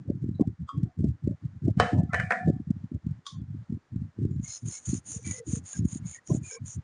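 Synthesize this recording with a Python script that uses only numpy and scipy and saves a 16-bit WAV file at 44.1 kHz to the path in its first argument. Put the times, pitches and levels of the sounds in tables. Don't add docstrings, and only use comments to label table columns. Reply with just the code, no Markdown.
import sys
import numpy as np
from scipy import signal
from scipy.fft import rfft, irfft, next_fast_len
from scipy.io import wavfile
from scipy.ndimage import uniform_filter1d

SR = 44100
rng = np.random.default_rng(int(sys.argv[2]) if len(sys.argv) > 2 else 0)


def voltage_ratio(level):
    return 10 ** (np.asarray(level, float) / 20)


def bounce(signal):
    frames = np.transpose(np.atleast_2d(signal))
    limited = np.clip(frames, -1, 1)
    pcm = np.round(limited * 32767).astype(np.int16)
    wavfile.write(sys.argv[1], SR, pcm)


N = 301591

# start t/s, length t/s, rumble level/dB, sharper flutter level/dB
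GUSTS = [(-.05, 0.15, -38.5, -45.5), (0.022, 0.22, -35, -39.5), (0.174, 0.27, -30.5, -35),
         (0.354, 0.12, -20.5, -33), (0.418, 0.16, -31.5, -42.5), (0.561, 0.17, -34, -57),
         (0.7, 0.25, -35, -35.5), (0.947, 0.25, -29, -37.5), (1.199, 0.21, -31.5, -43),
         (1.39, 0.26, -39, -50.5), (1.584, 0.36, -31, -38), (1.88, 0.27, -27, -31),
         (2.066, 0.28, -35.5, -54), (2.384, 0.33, -35.5, -39.5), (2.634, 0.31, -40, -50),
         (2.898, 0.11, -31.5, -40), (3.006, 0.26, -36.5, -49.5), (3.313, 0.4, -36.5, -56.5),
         (3.66, 0.17, -33.5, -40), (3.885, 0.26, -30.5, -43), (4.137, 0.43, -31, -38.5),
         (4.587, 0.19, -37, -42), (4.842, 0.22, -32, -43.5), (5.003, 0.5, -45, -53.5),
         (5.206, 0.2, -39, -45.5), (5.422, 0.29, -39, -41.5), (5.713, 0.45, -31.5, -39.5),
         (6.251, 0.28, -37.5, -39.5), (6.556, 0.21, -35.5, -65.5), (6.721, 0.15, -36, -48.5)]


def gusts(column, sag_db_s, calm_db):
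    rise_s, fall_s = 0.051, 0.091
    t = np.arange(N) / SR
    speed = np.full(N, voltage_ratio(calm_db / 3))
    for start, length, *levels_db in GUSTS:
        db = levels_db[column]
        rise = min(rise_s, length / 2)
        hold = max(length - rise - fall_s, 1e-3)
        top, sagged = voltage_ratio(db / 3), voltage_ratio((db + sag_db_s * hold) / 3)
        times = [start, start + rise, start + min(rise + hold, length - .01), start + length]
        speed = np.maximum(speed, np.interp(t, times, [0, top, sagged, 0]))
    return speed ** 3


# t/s, peak level/dB, f/Hz
POPS = [(0.102, -11, 215), (0.2425, -18.5, 195), (.291, -17, 189), (0.398, -14, 312), (0.422, -16, 236),
        (0.475, -15, 167), (1.0065, -19.5, 195), (1.044, -11, 208), (1.276, -11, 220), (1.311, -17.5, 178),
        (1.934, -14.5, 175), (1.9678, -15.5, 144), (2.035, -15.5, 167), (2.4756, -12.5, 215),
        (2.501, -8.5, 213), (3.0678, -15, 146), (3.418, -20.5, 133.2), (3.725, -20, 174), (3.961, -18, 151),
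        (4.189, -22, 208), (4.2525, -14.5, 212), (4.399, -17, 145), (4.95, -21.5, 187.4),
        (5.165, -23.5, 118), (5.3119, -23, 143), (5.535, -13.5, 155), (5.793, -15, 144), (5.853, -9.5, 160),
        (6.3062, -15, 260), (6.3485, -13.5, 196)]
# t/s, peak level/dB, f/Hz, number of cycles
WOBBLES = [(0.227, -23, 139, 1.7), (.412, -8.5, 253, 1.45), (0.7787, -18, 145, 1.74),
           (0.8334, -12, 148, 0.82), (0.9927, -17.5, 158, 1.1), (1.1009, -23.5, 149, 0.65),
           (1.455, -21, 134, 1.6), (1.6821, -11.5, 275, 1.22), (1.7746, -12, 154, 0.95),
           (1.999, -15.5, 179, 3.3), (2.462, -18.5, 154, 1.25), (2.4855, -12, 154, 1.77),
           (2.7073, -11.5, 188, 1.1), (3.1136, -21.5, 135, 1.46), (4.02, -23.5, 164.3, 1.36),
           (4.312, -18.5, 139.8, 1.1), (4.893, -18.5, 145, 1.1), (4.9335, -15, 225, 1.03),
           (2.482, -24, 395, 2.7), (6.303, -22, 329, 0.98), (6.335, -24.5, 270, 1.3),
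           (3.548, -32, 255, 1.7), (6.317, -14, 147, 1.86), (3.33, -37, 150, 1.4), (3.398, -36, 197, 1),
           (3.507, -30, 128.3, 1.9), (3.772, -32.5, 230, 1.4), (2.414, -34.5, 197, 2.5)]
# t/s, peak level/dB, f/Hz
PUFFS = [(0.264, -26.5, 218), (0.314, -23, 177), (0.356, -28.5, 149), (0.502, -44, 129), (0.62, -31, 174),
         (0.803, -34, 219), (1.024, -22.5, 172), (1.057, -21.5, 185), (1.249, -37, 165),
         (1.263, -25.5, 163), (1.298, -24, 174), (1.624, -32, 187), (1.648, -35, 166), (1.67, -25, 156),
         (1.708, -22.5, 169), (1.791, -21, 161), (1.81, -24.5, 216), (1.828, -21, 177), (1.846, -25, 169),
         (1.861, -35, 188), (1.955, -19, 210), (1.986, -19, 165), (2.022, -33, 191), (2.048, -30, 145),
         (2.095, -24, 162), (2.196, -25.5, 123), (2.212, -28, 151.7), (2.242, -23, 134), (2.45, -22.5, 130),
         (2.547, -30.5, 143.3), (2.565, -24.5, 197), (2.602, -23.5, 217), (2.675, -24.5, 157),
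         (2.766, -27, 167), (2.842, -25, 178), (2.919, -25, 240), (2.952, -25, 133), (3.093, -25.5, 140),
         (3.559, -29.5, 153.7), (3.701, -22, 175), (3.941, -29.5, 166), (3.98, -30, 137),
         (3.998, -31.5, 129), (4.204, -26, 193), (4.361, -25.5, 157), (4.383, -23, 116),
         (4.657, -23.5, 131), (4.678, -28, 145), (4.878, -24, 124), (4.917, -32, 165), (5.27, -25, 195),
         (5.571, -26.5, 170), (5.77, -32.5, 133), (5.823, -28, 177), (5.931, -26.5, 167), (5.959, -24, 218),
         (6.058, -27.5, 147), (6.374, -26.5, 179), (6.417, -25.5, 141.4), (6.784, -27, 148)]


def eddies():
    pops = [(*pop, 0.64) for pop in POPS]
    puffs = [(*puff, 1.124) for puff in PUFFS]
    whirls = [*pops, *WOBBLES, *puffs]
    out, t = np.zeros(N), np.arange(-1200, 1200) / SR
    for (s, db, hz, cycles), turn in zip(whirls, rng.standard_normal(len(whirls))):
        swell = np.exp(-4 * np.log(2) * (hz * t / cycles) ** 2)
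        add(out, s + t[0], -voltage_ratio(db) * swell * np.cos(2 * np.pi * hz * t + 0.74 * turn))
    return out


# f/Hz, level/dB
RUMBLE_COLOUR = [(40, -38.5), (60, -18), (80, 3), (110, 4), (170, -3.5), (220, -10), (270, -15.5),
                 (330, -43)]
FLUTTER_COLOUR = [(180, -30), (240, 1.5), (300, 1), (380, -8.5), (470, -18.5), (560, -33)]
SWAY_COLOUR = [(15, 0), (40, -1), (55, -19.5)]
PORT_HISS_COLOUR = [(500, -21), (1500, -0.5), (3000, -2), (5000, -2.5), (7500, -2), (9000, -6.5),
                    (10000, -39.5)]


def wind():
    rumble = gusts(0, sag_db_s=-24, calm_db=-69)
    flutter = gusts(1, sag_db_s=-69.5, calm_db=-70)
    lumps_db = 7.1 * np.tanh(walk(40))
    out = rumble * voltage_ratio(-1.5 + lumps_db) * colour(rng.standard_normal(N), RUMBLE_COLOUR)
    flutter_db = -5.0 + lumps_db + 0.96 * walk(50)
    out += flutter * voltage_ratio(flutter_db) * colour(rng.standard_normal(N), FLUTTER_COLOUR)
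    out += eddies()
    rush = uniform_filter1d(out ** 2, size=180) ** 0.61
    out = gate(highpass(out, 66), -61.0, -6.0)
    out += voltage_ratio(-32) * rumble * colour(rng.standard_normal(N), SWAY_COLOUR)
    return out + voltage_ratio(-40.5) * rush * colour(rng.standard_normal(N), PORT_HISS_COLOUR)


# start t/s, length t/s, f/Hz, level/dB
HOWLS = [(.089, 0.028, 554, -46.5), (.392, 0.061, 720, -50.5), (.404, 0.018, 1033, -53.5),
         (1.678, 0.018, 617, -39.5), (2.475, 0.029, 575, -39), (2.702, 0.015, 594, -63.5),
         (6.298, 0.027, 650, -46), (6.32, 0.052, 597, -52.5), (6.31, 0.066, 754, -59.5)]


def howls():
    return noisy_tones(HOWLS, width_hz=160)


# f/Hz, level/dB
CRACK_COLOUR = [(500, -29), (1500, 0), (6000, -1.5), (9500, -11), (10500, -34)]


def knocks(blows, body):
    modes, tail, tail_db, t60, longer, rise_ms = body
    out, t = np.zeros(N), np.arange(16384) / SR
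    for s, db, contact_ms, gate_s, crack_db in blows:
        waver = rng.standard_normal((2, len(modes), len(t)))
        waver = uniform_filter1d(uniform_filter1d(waver, size=600), size=600)
        waver *= np.sqrt(600) * np.minimum(t / .03, 1)
        y = np.zeros(len(t))
        for (hz, mode_db, ring_s), level_waver, phase_waver in zip(modes, *waver):
            level_luck, pitch_luck = rng.standard_normal(2)
            phase = 2 * np.pi * hz * (1 + 0.00364 * pitch_luck) * t + phase_waver
            y += voltage_ratio(mode_db + 1.66 * level_luck + 2.8 * level_waver) * np.sin(phase) * 1000 ** (-t / ring_s)
        y = y * (0.67 + 0.87 * np.exp(-t / 0.0063)) / np.max(np.abs(y))
        y /= 1 + np.exp((t - longer * gate_s) / 0.014)
        noise = colour(rng.standard_normal(len(t)), tail)
        dull = uniform_filter1d(noise, size=9)
        echoes = dull * 1000 ** (-t / t60) + (noise - dull) * 1000 ** (-t / (1.35 * t60))
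        y += voltage_ratio(tail_db) * echoes / (1 + np.exp((t - gate_s) / 0.0066))
        y += voltage_ratio(0.5) * noise * np.exp(-t / 0.003)
        y *= 1 - np.exp(-(t * 1000 / rise_ms) ** 2)
        crack = colour(rng.standard_normal(len(t)), CRACK_COLOUR)
        y += voltage_ratio(crack_db) * crack * np.exp(-t / 0.00059)
        y = highpass(y, tail[0][0])
        soft = np.exp(-1 / (contact_ms * SR / 1000))
        add(out, s, voltage_ratio(db) * signal.lfilter([1 - soft], [1, -soft], y))
        smear = noise[-1000:] * np.exp(-t[1000:0:-1] / .005)
        add(out, s - 1000 / SR, voltage_ratio(db + tail_db - 10) * smear)
    return out


# t/s, peak level/dB, contact t/ms, gate closes after t/s, crack level/dB
DROP = [
    (1.782, -40, 0.15, 0.026, -40),
    (1.7986, -10.5, 0.074, 0.15, -4),
]
SEAT = [
    (2.132, -17, 0.065, 0.046, -32.5),
    (2.143, -16, 0.037, 0.24, -15),
    (2.198, -22, 0.024, 0.19, -25),
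    (2.306, -13, 0.074, 0.11, -28),
    (2.320, -15, 0.073, 0.16, -19),
]
# modes (f/Hz, level/dB, time to fall 60 dB t/s), colour of the room tail (f/Hz, level/dB),
# tail level/dB, tail time to fall 60 dB t/s, how much longer the gate passes the modes, rise t/ms
DROP_BODY = ([(480, -8, 0.41), (581, -12, 0.46), (780, -14, 0.65), (714, -0.5, 0.58), (1070, -20.5, 0.45),
             (1127, -7.5, 0.2), (1272, -10, 0.31), (1496, -16, 0.29), (1740, -10.5, 0.51), (1852, -16, .35),
             (3900, -14.5, 0.2), (2680, -21, 0.47), (3010, -6, 0.28), (5250, -12.5, 0.14)], [(330, -48),
             (450, -12), (710, -8.5), (920, -16), (1700, -11), (2800, -23), (3800, -24), (8900, -29),
             (10500, -64)], -14.5, 0.43, 1.9, 0.17)
SEAT_BODY = ([(501, -7.5, 0.3), (688, -3, 0.6), (738, -5, 0.85), (1000, -7.5, .2), (1165, -4, 0.21),
             (1515, -7, 0.33), (1286, -9.5, .18), (1418, -3, 0.32), (1600, -7.5, 0.2), (1752, 3, 0.5),
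             (1920, 0.5, 0.22), (2130, -13.5, 0.2), (2230, -6, 0.25), (2425, -17.5, 0.25)], [(380, -40),
             (480, -10.5), (720, -4.5), (900, -20), (1750, 2.5), (2450, -11), (2750, -25), (9300, -24.5),
             (10500, -84.5)], -15.5, 0.31, 1.8, .7)


def stone_on_holder():
    return knocks(DROP, DROP_BODY) + knocks(SEAT, SEAT_BODY)


# t/s, peak level/dB, contact t/ms, gate closes after t/s, crack level/dB
TAP_FIRST = [
    (.674, -49, .1, .02, -50),
    (.688, -29.5, 0.089, 0.11, -42),
]
TAP_SECOND = [
    (3.255, -46, 0.12, 0.018, -50),
    (3.2649, -29.5, 0.033, 0.084, -10),
]
TAP_FIRST_BODY = ([(1114, 5.5, 0.32), (1304, -2, .18), (3220, -5, 0.3), (3300, -11.5, 0.25),
                  (3550, -8.5, .2), (4800, -12, .22), (4790, -13, 0.2), (1190, -13, 0.1)], [(900, -54),
                  (1110, 3.5), (1330, -2), (1600, -53), (2970, -32), (3320, -9.5), (3760, -33), (8100, -25),
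                  (10500, -75)], -5, 0.13, 1.15, 2)
TAP_SECOND_BODY = ([(1136, 7.5, 0.15), (1440, -5, 0.086), (3190, -7.5, 0.52), (3510, -6, .6),
                   (3730, -8, 0.35), (3830, -6, .3), (4300, -12, 0.5), (4600, -7.5, .2), (5146, -19, .12),
                   (6070, -7, 0.42), (6900, -5, .4), (7030, -5, 0.2), (9460, -15, 0.2)], [(900, -53),
                   (1080, -4.5), (1280, -22.5), (2650, -27.5), (3400, -4), (4050, -12), (4600, -9),
                   (5300, -9.5), (7000, -13), (8000, -25.5), (9190, -13.5), (10500, -43)],
                   -11.5, 0.27, 1.35, 0.41)


def chisel_taps():
    return knocks(TAP_FIRST, TAP_FIRST_BODY) + knocks(TAP_SECOND, TAP_SECOND_BODY)


# start t/s,
# length t/s, f/Hz, level/dB
AFTER_RINGS = [(.345, 0.042, 3940, -72.5), (1.94, 0.074, 865, -50.5), (1.95, 0.078, 610, -45),
               (2.14, 0.097, 2990, -52.5), (2.192, 0.017, 2350, -46), (2.21, 0.078, 2320, -49.5),
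               (2.37, 0.073, 2330, -57.5), (3.33, 0.076, 4500, -80), (3.36, 0.053, 3410, -77)]


def after_rings():
    return noisy_tones(AFTER_RINGS, width_hz=210)


# bite t/s, halt t/s, gate shuts t/s
STROKES = [(4.44, 4.575, 4.635), (4.66, 4.78, 4.84), (4.86, 4.98, 5.003), (5.064, 5.175, 5.24),
           (5.255, 5.385, 5.405), (5.47, 5.585, 5.6), (5.66, 5.79, 5.805), (5.885, 5.98, 5.994),
           (6.06, 6.165, 6.192), (6.275, 6.37, 6.39), (6.44, 6.558, 6.576), (6.663, 6.752, 6.768)]
# at bite level/dB, midway level/dB, at halt level/dB
PRESSURE = [(-43.5, -40, -42), (-44, -40, -40.5), (-37.5, -38, -42.5), (-43, -38, -41), (-38.5, -36, -41),
            (-45, -39, -42), (-41.5, -39.5, -43), (-45.5, -40.5, -45.5), (-45, -41.5, -45.5),
            (-46, -46, -45.5), (-46, -40.5, -42), (-46, -43.5, -48.5)]
# low mode level/dB, high shoulders level/dB
GRIP = [(1.5, -3.5), (0.5, -1.5), (2.5, -3), (1.5, 0), (-2, -8), (4.5, 0.5), (-6, -2), (-14.5, 3), (-12, 0),
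        (0, -0.5), (-6.5, 0), (2, 3)]
# f/Hz, width f/Hz, level/dB, gain along a pull level/dB, along a push level/dB,
# share of the grip's low mode, share of its shoulders
BLADE = [(6130, 520, -15.5, 3, 4.5, 0.93, 0), (6570, 500, -9.5, 1.5, -1.5, 0, 0.064),
         (6860, 400, -10, -2, 0, 0, 0.062), (7250, 450, -14, -4.5, 5, 0.091, 1),
         (8000, 900, -25.5, -1, 9, 0.48, 0.051), (8730, 400, -18, -4.5, 1, 0.05, 0.99),
         (9194, 640, -13, 0.5, -0.5, 0, 0.084), (9730, 740, -23, 2.5, 1, 0.24, 0)]
# t/s, gain level/dB
CATCHES = [(4.483, 2.5), (4.51, 3), (4.558, 6), (4.685, 3.5), (4.701, 5), (4.727, 4.5), (4.742, 6),
           (4.755, 5.5), (4.944, 6), (5.265, 8), (5.276, 5.5), (5.311, 5.5), (5.319, 4.5), (5.557, 7),
           (5.664, 3.5), (5.719, 1.5), (5.732, 5), (5.916, 4), (6.068, 4.5), (6.113, 5.5), (6.147, 4.5),
           (6.275, 5.5), (6.466, 6), (6.512, 6), (6.682, 9)]
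# f/Hz, level/dB
SCRAPE_COLOUR = [(350, -24.5), (500, -9.5), (1400, -9), (3400, -9.5), (5500, -10), (8000, -32.5),
                 (10000, -34.5), (10600, -52)]


def strokes():
    t, ringing, scraping = np.arange(N) / SR, np.zeros(N), np.zeros(N)
    for (bite, halt, shut), (bite_db, mid_db, halt_db) in zip(STROKES, PRESSURE):
        times = [bite - .06, bite - .012, bite, (bite + halt) / 2, halt,
                 min(halt + .018, shut - 2e-3), shut, shut + .013]
        levels_db = [-92, bite_db - 13.0, bite_db, mid_db, halt_db, halt_db - 11, halt_db - 16.5, -80]
        press = voltage_ratio(np.interp(t, times, levels_db, -120, -120))
        ringing += press
        scraping += voltage_ratio(-19.5) * press * np.clip((halt + 0.12 - t) / 0.025, 0, 1)
    catch_s = 0.00093
    catch_db = sum(db * np.exp(-((t - s) / catch_s) ** 2 / 2) for s, db in CATCHES)
    grains = rng.standard_normal(N) * voltage_ratio(1.8 * walk(400) + 0.5 * walk(70) + 1.4 * catch_db)
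    ends = np.array(STROKES)[:, :2].ravel()
    pull = np.interp(t, ends, np.tile([-.5, .5, 0, 0], len(STROKES) // 2))
    push = np.interp(t, ends, np.tile([0, 0, -.5, .5], len(STROKES) // 2))
    low_db, shoulder_db = [np.interp(t, ends, np.repeat(db, 2)) for db in np.transpose(GRIP)]
    blade = np.zeros(N)
    for hz, width, db, pull_db, push_db, low, shoulder in BLADE:
        mode_db = db + pull_db * pull + push_db * push + low * low_db + shoulder * shoulder_db
        blade += voltage_ratio(mode_db + 1.5 * walk(10)) * ring(grains, [(hz, width, 0)])
    return gate(ringing * blade, -64.5, -6.0) + scraping * colour(grains, SCRAPE_COLOUR)


# t/s, peak level/dB
GRIT = [(5.23, -47), (5.275, -37), (5.331, -41), (5.392, -35), (5.749, -42), (5.857, -49), (5.949, -37)]


def grit_ticks():
    ticks, n = np.zeros(N), np.arange(60)
    for s, db in GRIT:
        add(ticks, s, voltage_ratio(db) * rng.standard_normal(60) * np.exp(-n / 49.0))
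    modes = [mode[:3] for mode in BLADE] + [(4000, 8300, -27.5)]
    return 1.1 * np.std(ticks) * ring(ticks, modes)


# start t/s, length t/s, f/Hz, level/dB
BLADE_SINGS = [(4.305, 0.058, 7060, -76), (4.475, 0.12, 5280, -53), (4.477, 0.095, 4220, -55.5),
               (4.7, 0.1, 4200, -64), (4.71, 0.072, 5400, -53), (4.9, 0.053, 4300, -62.5),
               (4.901, .09, 5300, -64), (5.1, 0.078, 5800, -56), (5.19, .05, 6100, -60.5),
               (5.37, 0.028, 5400, -61), (5.753, 0.04, 5370, -61), (5.845, 0.052, 6770, -60),
               (5.85, 0.046, 9200, -64.5), (6.27, 0.06, 5800, -57.5), (6.33, 0.039, 7380, -55),
               (6.52, 0.041, 5400, -52), (6.67, 0.083, 6030, -53.5)]


def blade_sings():
    return noisy_tones(BLADE_SINGS, width_share=0.094)


# start t/s, length t/s, f/Hz, level/dB
SQUEAKS = [(.852, 0.073, 700, -64), (1.035, 0.028, 640, -52), (1.262, 0.077, 578, -52.5),
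           (2.04, 0.16, 747, -62), (2.1, 0.03, 1337, -50.5), (2.11, 0.023, 2030, -62),
           (2.11, 0.024, 1100, -56), (2.3, .11, 207.6, -47), (2.925, 0.054, 590, -66.5),
           (3.3, 0.069, 1090, -64.5), (4.442, 0.088, 2165, -58.5), (4.742, 0.046, 2190, -58.5),
           (5.14, 0.063, 466, -58), (5.244, 0.081, 2307, -51), (5.245, 0.18, 2010, -55),
           (5.333, 0.08, 518, -53), (5.389, 0.045, 472, -46.5), (5.514, 0.073, 462, -53.5),
           (5.74, 0.02, 1616, -54), (6.038, 0.076, 2210, -68), (6.137, 0.027, 2210, -58),
           (6.149, 0.041, 1895, -51.5), (6.306, 0.011, 1033, -47), (6.431, 0.067, 2433, -58),
           (6.497, 0.094, 2300, -54), (6.507, 0.062, 1605, -59), (6.521, 0.058, 479, -47),
           (6.544, 0.033, 1070, -62.5)]


def squeaks():
    return noisy_tones(SQUEAKS, width_hz=54, width_share=0.027)


# f/Hz, level/dB
FLOOR_COLOUR = [(20, -8.5), (45, -9), (120, -2.5), (450, -6.5), (1820, -8.5), (2600, -18.5), (5430, -23),
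                (7200, -24), (7900, -32), (9600, -32), (10300, -40.5)]


def room():
    drift_s = [0, 1.95, 2.05, 2.5, 3.1, 4.3, 5, 6.84]
    drift_db = np.interp(np.arange(N) / SR, drift_s, [-0.5, 2.5, 3, 2, 1, 2, 3, 3.5])
    breathing_db = 1.2 * walk(12)
    return voltage_ratio(-71.5 + drift_db + breathing_db) * colour(rng.standard_normal(N), FLOOR_COLOUR)


def noisy_tones(table, width_hz=0, width_share=0):
    out = np.zeros(N)
    for s, length, hz, db in table:
        tone = ring(rng.standard_normal(8192), [(hz, width_hz + width_share * hz, 0)])
        tone = tone[:int((length + .02) * SR)]
        add(out, s - .01, voltage_ratio(db) * tone * signal.windows.tukey(len(tone), .45))
    return out


def gate(x, gate_db, depth_db):
    cells = signal.stft(x, nperseg=1024, noverlap=768)[2]
    power = uniform_filter1d(np.abs(cells) ** 2, size=5, axis=0)
    power = uniform_filter1d(power, size=3, axis=1)
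    open_share = 1 / (1 + (voltage_ratio(gate_db) ** 2 / (power + 1e-20)) ** 2)
    return signal.istft(cells * voltage_ratio(depth_db * (1 - open_share)), nperseg=1024, noverlap=768)[1][:N]


def highpass(x, hz):
    return signal.sosfilt(signal.butter(6, hz, "high", fs=SR, output="sos"), x)


def colour(x, points):
    hz, db = np.transpose(points)
    size = next_fast_len(len(x), True)
    f = np.maximum(np.fft.rfftfreq(size, 1 / SR), 1)
    gain = voltage_ratio(np.interp(np.log(f), np.log(hz), db, -120, -120))
    y = irfft(rfft(x, size) * gain, size)[:len(x)]
    return y / np.sqrt(np.mean(y ** 2))


def ring(x, modes):
    size = next_fast_len(len(x), True)
    f = np.fft.rfftfreq(size, 1 / SR)
    gain = sum(voltage_ratio(db) / (1 + np.abs(2 * (f - hz) / width) ** 3) for hz, width, db in modes)
    y = irfft(rfft(x, size) * gain, size)[:len(x)]
    return y / np.sqrt(np.mean(y ** 2))


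def walk(rate):
    k = int(SR / rate)
    steps = np.repeat(rng.standard_normal(N // k + 1), k)
    return 1.3 * uniform_filter1d(uniform_filter1d(steps, k), k)[:N]


def add(out, s, x):
    i = int(s * SR)
    out[i:i + len(x)] += x[:N - i]


def scene():
    air = wind() + howls()
    rubbing = strokes() + grit_ticks() + blade_sings()
    blows = gate(stone_on_holder() + chisel_taps(), -62.0, -3.5)
    return (air + blows + after_rings() + rubbing + squeaks() + room())[None]


def roll_off(x):
    return signal.sosfilt(signal.butter(12, 10970, fs=SR, output="sos"), x)


def record(dry):
    mix = signal.sosfilt(signal.butter(12, 9900, fs=SR, output="sos"), dry)
    mix = signal.sosfilt(signal.cheby2(8, 30, 10550, fs=SR, output="sos"), mix)
    return roll_off(mix)


dry = scene()
out = record(dry)
bounce(out)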